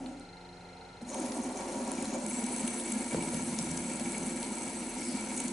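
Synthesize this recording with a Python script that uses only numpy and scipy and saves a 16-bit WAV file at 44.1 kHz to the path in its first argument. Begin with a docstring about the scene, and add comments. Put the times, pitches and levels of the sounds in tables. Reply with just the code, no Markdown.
"""A plastic fidget spinner on a wooden table is nudged, flicked under a fingertip, then spins freely.
Its steel bearing balls drum the tabletop as they roll. They also tick against their tracks and make
the plastic cap ring, while the spinning part clacks in its slightly loose bearing.
Behind it are a swish of the hand, a few soft bumps on the table, a faint pulsing electronic whine
and the hum of a quiet room."""
import sys
import numpy as np
from scipy import signal
from scipy.fft import rfft, irfft
from scipy.io import wavfile
from scipy.ndimage import uniform_filter1d, map_coordinates

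SR = 44100
rng = np.random.default_rng(int(sys.argv[2]) if len(sys.argv) > 2 else 0)


def to_wav(s):
    """Save 16-bit WAV."""
    ch = np.atleast_2d(s).T  # columns
    pcm = np.round(np.clip(ch, -1, 1) * 32767)  # PCM
    wavfile.write(sys.argv[1], SR, pcm.astype(np.int16))


N = 243431
T = np.arange(N) / SR

# A mode is a pitch at which a thing likes to ring; the narrower it is, the longer it rings.
# Modes of tabletop and spinner together: pitch_hz, width_hz, gain_db
WOOD_FREE = [(172, 5, -11), (211, 8, -2), (239, 18, 0), (260, 20, -3.5), (312, 26, -12), (345, 8, -5),
             (397, 29, -18.5), (451, 37, -20), (525, 24, -15.5), (598, 25, -17), (673, 67, -22),
             (750, 50, -21), (808, 19, -19), (905, 40, -18), (950, 40, -15), (1020, 120, -25)]  # spinning freely
WOOD_PRESSED = [(213, 9, -4), (234, 8, 0), (259, 21, -1), (319, 12, -9), (340, 14, -8), (401, 23, -10),
                (527, 22, -8), (599, 31, -13), (642, 21, -13), (748, 40, -13), (815, 25, -16),
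                (896, 30, -13), (951, 33, -12), (1016, 73, -20), (1138, 39, -19)]  # under the fingertip
WOOD_RUBBED = [(247, 41, -2.5), (289, 43, -1.5), (410, 48, -23), (535, 15, -12.5), (613, 8.1, -11),
               (740, 83, -19), (946, 37, -26)]  # gripped and slid along
# Modes of the spinner's own parts: pitch_hz, width_hz, gain_db
CAP_FREE = [(1360, 90, -1), (1666, 45, 1.5), (1880, 45, -1.5), (2160, 70, 1), (2270, 70, 9),
            (2600, 200, -5), (4450, 250, -9), (5780, 110, -5), (6160, 140, 2), (7830, 220, 5.5),
            (8130, 280, 0), (8550, 350, -2), (9600, 450, -4), (10380, 280, -2)]  # plastic body and cap
CAP_HELD = [(1370, 80, 0), (1660, 70, -2), (1900, 60, -3), (2290, 55, 5), (5780, 110, 0), (6300, 180, 2),
            (6620, 180, -1), (6900, 140, -1), (7480, 220, -5), (8400, 300, 3.5), (9950, 450, -3)]  # cap stiffened by the fingertip
STEEL_TRACKS = [(6250, 160, -5), (7900, 260, -1.5), (8700, 350, -2), (9500, 350, -2), (10300, 350, -1.5)]  # the rings the balls run in

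# How loud the tabletop's deep modes are over time: time_s, level_db
DEEP_LEVELS = [(1.03, -47.5), (1.2, -36.5), (1.49, -37.5), (1.6, -46.5), (1.78, -37), (2.3, -37.5),
               (2.63, -37.5), (3.05, -39.5), (3.35, -37.5), (4.25, -39), (4.92, -40.5), (5.13, -39),
               (5.52, -36)]
# Brief louder swells in the tabletop's deep throb: peak_s, level_db
SWELLS = [(1.39, -39.5), (2.445, -37), (2.647, -32.5), (2.936, -35.5), (2.965, -36), (3.35, -33),
          (3.6, -38), (4.078, -37.5), (4.276, -37), (5.093, -38), (5.154, -36)]
# The bearing runs rougher or smoother: peak_s, half_length_s, tick_gain_db, whirr_gain_db
ROUGH_SPELLS = [(1.172, 0.032, -0.5, 4), (1.523, 0.23, -1.5, 0.5), (1.76, 0.17, 1, 2), (1.88, 0.025, 1, 2),
                (2.026, 0.053, 2, 0.5), (2.078, 0.02, 1, -11), (2.145, 0.032, 0.5, 4),
                (2.366, 0.059, -0.5, -1), (2.608, 0.085, 1.5, 0), (3.21, 0.061, -0.5, 5.5),
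                (4.098, 0.24, 0.5, 1), (4.866, 0.075, -1.5, -1), (5.376, 0.58, 1, 0)]
# Treble bands of the lone hard ticks: low_hz, high_hz
TICK_BANDS = [(7000, 8800), (7500, 11000), (9000, 11000)]
# A faint finger scrape, then sliding metallic rings: start_s, length_s, from_hz, to_hz, width_hz, level_db
SCRAPES = [(1.012, 0.025, 8000, 8000, 4000, -59), (1.062, 0.03, 8000, 7500, 3000, -56),
           (1.086, 0.031, 6950, 6400, 700, -48.5), (1.087, 0.019, 9400, 8300, 1800, -51.5),
           (1.114, 0.095, 6230, 6500, 350, -50.5), (1.175, 0.24, 10500, 10600, 700, -55),
           (2.113, 0.07, 7080, 6600, 300, -54), (2.283, 0.035, 10400, 9900, 700, -42),
           (2.31, 0.06, 8760, 7200, 700, -45), (2.352, 0.045, 8240, 7800, 500, -45),
           (2.388, 0.027, 9900, 10400, 600, -43), (2.527, 0.02, 9600, 9300, 1500, -41),
           (2.584, 0.036, 8400, 7500, 500, -42), (2.742, 0.088, 7900, 8200, 350, -47.5),
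           (2.77, 0.051, 10200, 10000, 700, -43), (5.357, 0.07, 6930, 6400, 500, -47)]
# Clacks in the bearing: start_s, length_s, bright_db, steel_hz, body_db, body_hz, snap_db
BEARING_CLACKS = [(0.197, 0.0018, -45.5, 9000, -62, 5300, -62), (1.1, 0.005, -43, 6500, -58, 5300, -53),
                  (1.143, 0.0033, -34.5, 9700, -54, 5300, -44), (1.2, .003, -35, 8200, -60, 5300, -55),
                  (1.26, 0.0038, -38, 9900, -48, 5000, -44), (1.318, 0.0042, -45, 8400, -38.5, 4600, -48),
                  (1.375, 0.0027, -38, 10300, -60, 5300, -55), (1.433, 0.0039, -39, 8200, -60, 5300, -58),
                  (1.916, 0.0028, -28, 8900, -49, 5300, -50), (2.023, 0.0044, -35, 9500, -47, 5300, -48),
                  (2.051, .008, -45, 6900, -40, 4130, -45), (2.137, .005, -41, 6900, -56, 5300, -54),
                  (2.262, 0.0051, -33.5, 8000, -47, 5300, -48), (2.438, .007, -34, 7700, -49, 4300, -43),
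                  (2.464, 0.003, -32.5, 9300, -44, 5500, -50), (2.561, 0.0056, -30.5, 9900, -46, 5500, -45),
                  (2.672, 0.012, -29, 9700, -44, 4300, -34.5), (2.796, 0.0053, -35, 10000, -54, 4300, -40),
                  (2.918, 0.009, -29, 7700, -57, 5300, -50), (3.222, 0.0056, -31.5, 8900, -48, 5300, -40),
                  (3.343, 0.004, -33, 7800, -41, 4300, -49), (3.584, 0.0085, -32, 7040, -31, 5340, -40),
                  (3.625, 0.0046, -32.5, 8400, -57, 5300, -53), (3.712, 0.0055, -34, 6900, -51, 5300, -56),
                  (3.771, 0.0073, -32, 6400, -45, 4500, -46), (3.996, 0.003, -34, 9650, -46, 5300, -41.5),
                  (4.119, 0.0048, -33.5, 9900, -54, 5300, -50), (4.18, .003, -32, 9500, -52, 5300, -50),
                  (4.267, 0.0022, -32, 9000, -58, 5300, -54), (4.4265, 0.0061, -32.5, 9800, -40, 4400, -44),
                  (4.553, .003, -33, 10300, -55, 5300, -52), (4.582, 0.0044, -32, 9000, -59, 5300, -52),
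                  (4.621, .003, -34.5, 8000, -53, 5300, -54), (5.208, .004, -35, 9200, -54, 5300, -50),
                  (5.364, 0.0047, -34, 8000, -58, 5300, -50), (5.376, 0.005, -31, 7940, -54, 5300, -48),
                  (5.399, 0.0073, -30, 8150, -46, 6250, -39), (5.478, 0.0068, -33, 6650, -56, 5300, -48)]
# The free cap rings for a moment: start_s, level_db
CAP_RINGS = [(3.205, -43.5), (4.142, -41), (5.39, -47)]
# Pushes that slide the spinner into place: start_s, length_s, level_db
HAND_PUSHES = [(0, 0.097, -40.5), (0.162, 0.049, -53)]
# Soft bumps on the table: start_s, thud_db, knock_db
TABLE_BUMPS = [(1.016, -50, -45), (3.13, -35, -50), (3.146, -37, -26.5), (3.17, -41, -45), (3.21, -40, -50),
               (3.335, -38, -35), (3.5, -40.5, -52), (3.605, -37.5, -49), (3.66, -41, -65),
               (3.707, -39, -60), (4.048, -42, -62), (4.22, -40.5, -60)]
# Tones of a distant fan: pitch_hz, level_db
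FAN_TONES = [(37.5, -65), (177.6, -59.5), (263.8, -64.5), (355.3, -62), (732, -62.5), (802, -64.5)]

# Tone curves, which say how strong each pitch is in a sound: pitch_hz, gain_db
TICK_FREE_TONE = [(600, -16.5), (1200, 3), (2600, 2), (3500, 0.5), (4400, 3), (5400, -2.5), (6700, 1.5),
                  (7400, 0.5), (7900, -0.5), (10400, -2), (11500, -19.5)]  # a ball's tick, cap free
TICK_HELD_TONE = [(600, -24), (1100, 2), (2400, 1.5), (3600, -2), (4700, -1.5), (5450, -6), (6400, -9),
                  (7150, -1.5), (8400, -7), (10500, -8.5), (11500, -17)]  # a ball's tick, cap held
BOUNCE_TONE = [(2500, -19), (5200, -22), (6200, -6), (7100, -7), (7900, 0), (10400, -1), (11800, -25)]
SNAP_TONE = [(900, -20), (1700, -4), (2400, 1), (3200, 0), (4400, -3), (6000, -18)]
NUDGE_TICK_TONE = [(1200, -9), (2700, 2), (3400, -6), (4200, 4), (5000, -17), (8000, -24)]
THUD_TONE = [(35, -55), (70, -2.5), (120, -4), (170, 9), (260, -1), (600, -26.5)]  # a soft thud on the table
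KNOCK_TONE = [(120, -24), (250, -10), (480, 6), (900, -15), (1600, -20), (5000, -36)]  # a light knock on the table
AIR_TONE = [(25, -19), (55, -4.5), (85, 3.5), (130, 1.5), (320, -8), (450, 2), (650, -5), (930, 1.5),
            (1060, -13), (1230, -15), (1380, 0), (1550, -12.5), (2500, -12), (3500, -18.5), (6000, -21),
            (11000, -28)]  # the room's steady noise
ECHO_TONE = [(60, -15.5), (220, -27), (550, -12.5), (1100, -4), (2300, -6.5), (5000, -4.5), (8000, -13.5),
             (11000, -22.5)]  # sound scattered by the room
LEFT_OVER_RIGHT = [(300, 0), (620, 1), (1100, -2.5), (2000, 2), (4000, 1.5), (6300, 5.5), (8000, 0),
                   (11000, 0.5)]  # how much louder the left side is

FLICK_S, LIFT_S = 1.04, 2.18  # when the spinner is flicked, and when the fingertip lifts off


def spinner(spin_up_s=0.11, coast_s=22.3, lift_length_s=0.087):
    """The whole spinner: a flick brings it up to speed, then friction slowly brakes it."""
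    speed = ramp(FLICK_S, spin_up_s) * np.exp(-np.maximum(T - FLICK_S, 0) / coast_s)  # 1 is full speed
    grip = 1 - ramp(LIFT_S, lift_length_s)
    load = wobble(speed)
    tick_gain, whirr_gain = undb(sum(np.outer(gains_db, hump(T, s, half_s))
                                     for s, half_s, *gains_db in ROUGH_SPELLS))
    return (nudge() + rolling(speed, load, grip, whirr_gain) + rattle(speed, load, tick_gain)
            + scrapes() + clacks())


def wobble(speed, full_turns_per_s=8.6, turn_db=0.66, arm_db=0.4):
    """The load on the balls swings once a turn, and again as each of the three arms goes by."""
    angle = 2 * np.pi * np.cumsum(full_turns_per_s * speed * (1 + 0.041 * walk(6.08))) / SR
    return undb(turn_db * np.sin(angle) + arm_db * np.sin(3 * angle) + 0.9 * walk(110))


def rolling(speed, load, grip, whirr_gain, flutter_hz=19.3, flutter_db=2.8):
    """Rolling balls drum the table: its four deepest modes throb, the rest whirr with the speed."""
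    jolts = impacts(rate=2500, spread_db=0) * load
    deep, upper = (np.sqrt(1 - grip) * unit(tabletop(jolts, WOOD_FREE[part]))
                   + np.sqrt(grip) * unit(tabletop(jolts, WOOD_PRESSED[part]))
                   for part in (slice(4), slice(4, None)))
    # The deep hum flutters about 19 times a second.
    fluttering_db = flutter_db * np.sin(2 * np.pi * flutter_hz * T + 0.6 * walk(4))
    deep_db = np.interp(T, *np.transpose(DEEP_LEVELS), left=-120, right=-120)
    throb = even(deep, span_s=0.053) * undb(deep_db + fluttering_db + 1.1 * walk(29) - 1.5)
    swells = even(deep, span_s=0.0085) * sum(undb(db) * hump(T, s, half_s=0.011) for s, db in SWELLS)
    whirr = even(upper, span_s=0.18) * speed ** 0.95 * undb(-42.5 + 0.1 * grip)
    return throb + swells + whirr * whirr_gain


def tabletop(x, modes, band_hz=(165, 1080)):
    """The wood rings, but gives off little sound below its first mode or above its last."""
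    return cut(ring(x, modes), 4, band_hz, "bandpass")


def rattle(speed, load, tick_gain, held_db=-47.5, free_db=-43, loosen_s=0.14):
    """Steel balls tick in their tracks and shake the cap, which rings differently once let go."""
    ticks = (impacts(rate=3000, spread_db=1.5) + undb(-7) * rng.standard_normal(N)) * load
    shake = impacts(rate=3000, spread_db=4.5) * load
    free_cap, held_cap = cap(shake, CAP_FREE), cap(shake, CAP_HELD)
    ticks = unit(unit(ticks) + undb(-2.5) * sizzle() * load + undb(-0.8) * hard_ticks())
    free = unit(colour(ticks, TICK_FREE_TONE)) * undb(-3) + free_cap * undb(-2) + tracks() * undb(-4.2)
    held = unit(colour(ticks, TICK_HELD_TONE)) * undb(-2) + held_cap * undb(-1)
    hold = 1 - ramp(LIFT_S, loosen_s)
    turning = (hold * held * undb(held_db) + (1 - hold) * free * undb(free_db)) * speed ** 1.1
    nudged = held * pushing() * undb(-21.5)
    return turning * tick_gain + nudged


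def cap(shake, modes, swing_db=2.3, bend_share=0.004):
    """The moving contact favours now one mode of the cap, now another, and bends their pitch a bit."""
    ringing = sum(ring(shake * undb(swing_db * walk(60)), [mode]) for mode in modes)
    bent_time = np.arange(N) + bend_share * np.cumsum(walk(9))
    return unit(map_coordinates(ringing, [bent_time], mode="mirror"))


def sizzle():
    """Now and then a ball skids with a fine, high sizzle."""
    hiss = cut(impacts(rate=1300, spread_db=4), 3, 7200, "highpass")
    return hiss * undb(3.8 * np.clip(walk(170), -2, 1.8))


def hard_ticks(per_band_per_s=75, decay_s=0.00079):
    """Lone hard ticks, each a brief crackle in one of three treble bands."""
    out = np.zeros(N)
    for band_hz in TICK_BANDS:
        strikes = np.abs(impacts(per_band_per_s, spread_db=2))
        fades = signal.lfilter([1], [1, -np.exp(-1 / (decay_s * SR))], strikes)
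        out += cut(unit(fades * rng.standard_normal(N)), 2, band_hz, "bandpass")
    return unit(out)


def tracks(wander_share=0.022, swing_db=5.5):
    """The steel tracks ring, each mode wandering in pitch and strength as the contact moves."""
    out = np.zeros(N)
    for hz, width_hz, db in STEEL_TRACKS:
        tone = sing(hz * (1 + wander_share * walk(18)), width_hz)
        out += tone * undb(db + swing_db * np.clip(walk(70), -2, 1.5))
    return unit(out)


def scrapes():
    """A faint finger scrape around the flick, then short sliding metallic rings."""
    return sum(glide(*row) for row in SCRAPES)


def clacks():
    """The spinning part tips in its bearing, jolting steel, plastic and wood; at times the cap rings."""
    out = np.zeros(N)
    for s, length_s, bright_db, steel_hz, body_db, body_hz, snap_db in BEARING_CLACKS:
        run = bounces(length_s)
        bright = unit(colour(run, BOUNCE_TONE))
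        steel = undb(-2) * unit(ring(run, [(steel_hz, 700, 0)]))
        add(out, s, bright + steel, bright_db - 1.2, window=44)
        # Halfway through the bounces, the plastic clicks and snaps and the wood knocks.
        middle_s = s + length_s / 2
        body = [(body_hz, 0.4 * body_hz, 0)]
        add(out, middle_s, ring(ring(chatter(decay_s=0.0016), body), body), body_db - 3.5)
        add(out, middle_s, colour(chatter(decay_s=0.0016), SNAP_TONE), snap_db - 4)
        add(out, middle_s, tabletop(chatter(decay_s=0.00056), WOOD_FREE), body_db - 5.5)
    strongest_mode = max(CAP_FREE, key=lambda mode: mode[2])
    for s, db in CAP_RINGS:
        add(out, s, ring(chatter(decay_s=0.012), [strongest_mode]), db)
    return out


def bounces(length_s, typical_gap_s=0.0017, decay_s=0.0011):
    """A rough contact: a quick run of tiny bounces that swells and dies away."""
    age = np.arange(4096) / SR
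    gap_s = typical_gap_s * rng.uniform(0.7, 1.3)
    hits = rng.standard_normal(len(age)) * np.exp(-(age % gap_s) / decay_s)
    return hits * arch(np.minimum(age / length_s, 1))


def nudge(tick_s=0.0603, touch_s=1.008):
    """The spinner rubs the wood and ticks once; later the thumb meets an arm and the table rings."""
    rub = tabletop(impacts(rate=1900, spread_db=5), WOOD_RUBBED)
    out = even(rub, span_s=0.022) * pushing()
    add(out, tick_s, colour(chatter(decay_s=0.0049), NUDGE_TICK_TONE), db=-46.5)
    add(out, touch_s, tabletop(colour(signal.unit_impulse(8192), THUD_TONE), WOOD_FREE), db=-37.5)
    return out


def pushing(rise_s=0.0024, fade_s=0.067):
    """How hard the hand slides the spinner at each moment."""
    return sum(undb(db) * burst(s, rise_s, length_s, fade_s) for s, length_s, db in HAND_PUSHES)


def hand_swish():
    """A soft falling swish as the hand comes back in."""
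    return glide(start_s=4.95, length_s=0.26, from_hz=5550, to_hz=4550, width_hz=1200, db=-53)


def bumps():
    """Soft thuds and light knocks set the tabletop ringing, each trailing off in a dull shuffle."""
    out, shuffle_power = np.zeros(N), np.zeros(N)
    knock = colour(signal.unit_impulse(4096), KNOCK_TONE)
    for s, thud_db, knock_db in TABLE_BUMPS:
        add(out, s, colour(chatter(decay_s=0.026), THUD_TONE), thud_db + 0.5)
        add(out, s, knock, knock_db + 1)
        add(out, s, tabletop(colour(chatter(decay_s=0.05), KNOCK_TONE), WOOD_FREE), knock_db - 13)
        shuffle_power += (undb(thud_db - 11) * burst(s, rise_s=0.011, hold_s=0.027, fade_s=0.35)) ** 2
    return out + unit(colour(rng.standard_normal(N), THUD_TONE)) * np.sqrt(shuffle_power)


def whine(pitch_hz=4188, blip_hz=3860, period_s=0.04, length_s=0.015, decay_s=0.017):
    """Electronics chirp softly: each chirp opens on a lower blip and ends on a pulse an octave down."""
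    age = (T - 0.0093) % period_s
    gate = uniform_filter1d((age < length_s) * np.exp(-age / decay_s), size=70)
    phase = 2 * np.pi * pitch_hz * T + 0.45 * walk(90)
    chirp = undb(-53) * gate * np.sin(phase)
    octave_down = undb(-60) * hump(age, peak_s=0.011, half_s=0.0089) * np.sin(phase / 2)
    blip = undb(-58) * hump(age, peak_s=0.002, half_s=0.0021) * np.sin(2 * np.pi * blip_hz * age)
    return (chirp + octave_down + blip) * ramp(0, 0.2) * undb(walk(1 / period_s))


def room():
    """Steady air noise with the wavering tones of a distant fan."""
    air = unit(colour(rng.standard_normal(N), AIR_TONE)) * undb(-52.5 + 0.5 * walk(4.04))
    fan = sum(undb(db + 1.8 * walk(7)) * np.sqrt(2) * np.sin(2 * np.pi * hz * T + 0.7 * walk(8))
              for hz, db in FAN_TONES)
    return air + fan


def room_echoes(x, decay_s=0.031, delay_s=0.004):
    """Make stereo: the room's echoes, and the balance of low and high, differ from left to right."""
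    echoes = chatter(decay_s)
    echoes[:int(delay_s * SR)] = 0
    side = colour(signal.fftconvolve(x, echoes / np.linalg.norm(echoes))[:N], ECHO_TONE)
    left, right = (colour(x, [(hz, sign * db / 2) for hz, db in LEFT_OVER_RIGHT]) for sign in (1, -1))
    return np.array([left + side, right - side])


def undb(db):
    """Turn decibels into a number to multiply by."""
    return np.exp(np.asarray(db) * (np.log(10) / 20))


def unit(x):
    """Scale a sound to an average strength (rms) of 1."""
    return x / np.sqrt(np.mean(x ** 2) + 1e-20)


def even(x, span_s):
    """Even out a sound's strength, as averaged over span_s."""
    return x / np.sqrt(uniform_filter1d(x ** 2, int(span_s * SR)) + 1e-12)


def cut(x, order, edge_hz, kind):
    """Keep the lows, the highs or a band; a higher order cuts more steeply."""
    return signal.sosfilt(signal.butter(order, edge_hz, kind, fs=SR, output="sos"), x)


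def colour(x, curve, size=4096):
    """Shape a sound with a tone curve."""
    hz, db = np.transpose(curve)
    log_gain = np.log(undb(np.interp(np.log(np.fft.rfftfreq(size, 1 / SR) + 1), np.log(hz), db)))
    # Keeping one half, doubled, stops the filter from ringing before the sound arrives.
    cepstrum = irfft(log_gain)[:size // 2]
    cepstrum[1:] *= 2
    return signal.fftconvolve(x, irfft(np.exp(rfft(cepstrum, size))))[:len(x)]


def ring(x, modes):
    """Let a sound shake a set of modes; neighbours swing in opposite directions."""
    return sum((-1) ** k * undb(db) * signal.lfilter(*signal.iirpeak(hz, hz / width_hz, fs=SR), x)
               for k, (hz, width_hz, db) in enumerate(modes))


def sing(hz, width_hz):
    """The noisy tone of a rubbed mode, whose pitch may move."""
    slow = cut(rng.standard_normal((2, N)), 2, width_hz / 2, "lowpass")
    phase = 2 * np.pi * np.cumsum(hz) / SR
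    return unit(slow[0] * np.sin(phase) + slow[1] * np.cos(phase))


def glide(start_s, length_s, from_hz, to_hz, width_hz, db):
    """A rubbed tone that swells, slides in pitch and dies away."""
    progress = ramp(start_s, length_s)
    return undb(db) * sing(from_hz + (to_hz - from_hz) * progress, width_hz) * arch(progress)


def walk(rate):
    """A smooth random wander of typical size 1 that takes rate steps a second."""
    step = int(SR / rate)
    return unit(uniform_filter1d(np.repeat(rng.standard_normal(N // step + 1), step), step)[:N])


def impacts(rate, spread_db):
    """Tiny random hits, about rate a second, whose strengths vary by spread_db."""
    strength = undb(spread_db * np.clip(rng.standard_normal(N), -2, 2))
    return unit((rng.random(N) < rate / SR) * strength * rng.choice([-1, 1], N))


def chatter(decay_s, size=8192):
    """A puff of noise that dies away quickly."""
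    return rng.standard_normal(size) * np.exp(-np.arange(size) / SR / decay_s)


def ramp(start_s, length_s):
    """Rise from 0 to 1 and stay there."""
    return np.clip((T - start_s) / length_s, 0, 1)


def burst(start_s, rise_s, hold_s, fade_s):
    """Rise, hold, then fade away."""
    return ramp(start_s, rise_s) * np.exp(-np.maximum(T - start_s - hold_s, 0) / fade_s)


def hump(time, peak_s, half_s):
    """A bell-shaped swell around peak_s."""
    return np.exp(-((time - peak_s) / half_s) ** 2)


def arch(progress):
    """Swell and fall back as progress goes from 0 to 1."""
    return np.sqrt(np.abs(np.sin(np.pi * progress)))


def add(out, start_s, sound, db, window=256):
    """Mix in a sound so that its loudest stretch of window samples is at db."""
    start = max(int(start_s * SR), 0)
    sound = sound[:N - start] / np.sqrt(uniform_filter1d(sound ** 2, window).max())
    out[start:start + len(sound)] += undb(db) * sound


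def scene():
    """Spinner, hand, table and room together."""
    return room_echoes(spinner() + hand_swish() + bumps() + whine() + room())


def record(dry):
    """Cut the treble steeply above 11000 Hz."""
    return signal.sosfilt(signal.ellip(12, 0.1, 80, 11000, fs=SR, output="sos"), dry)


dry = scene()
out = record(dry)
to_wav(out)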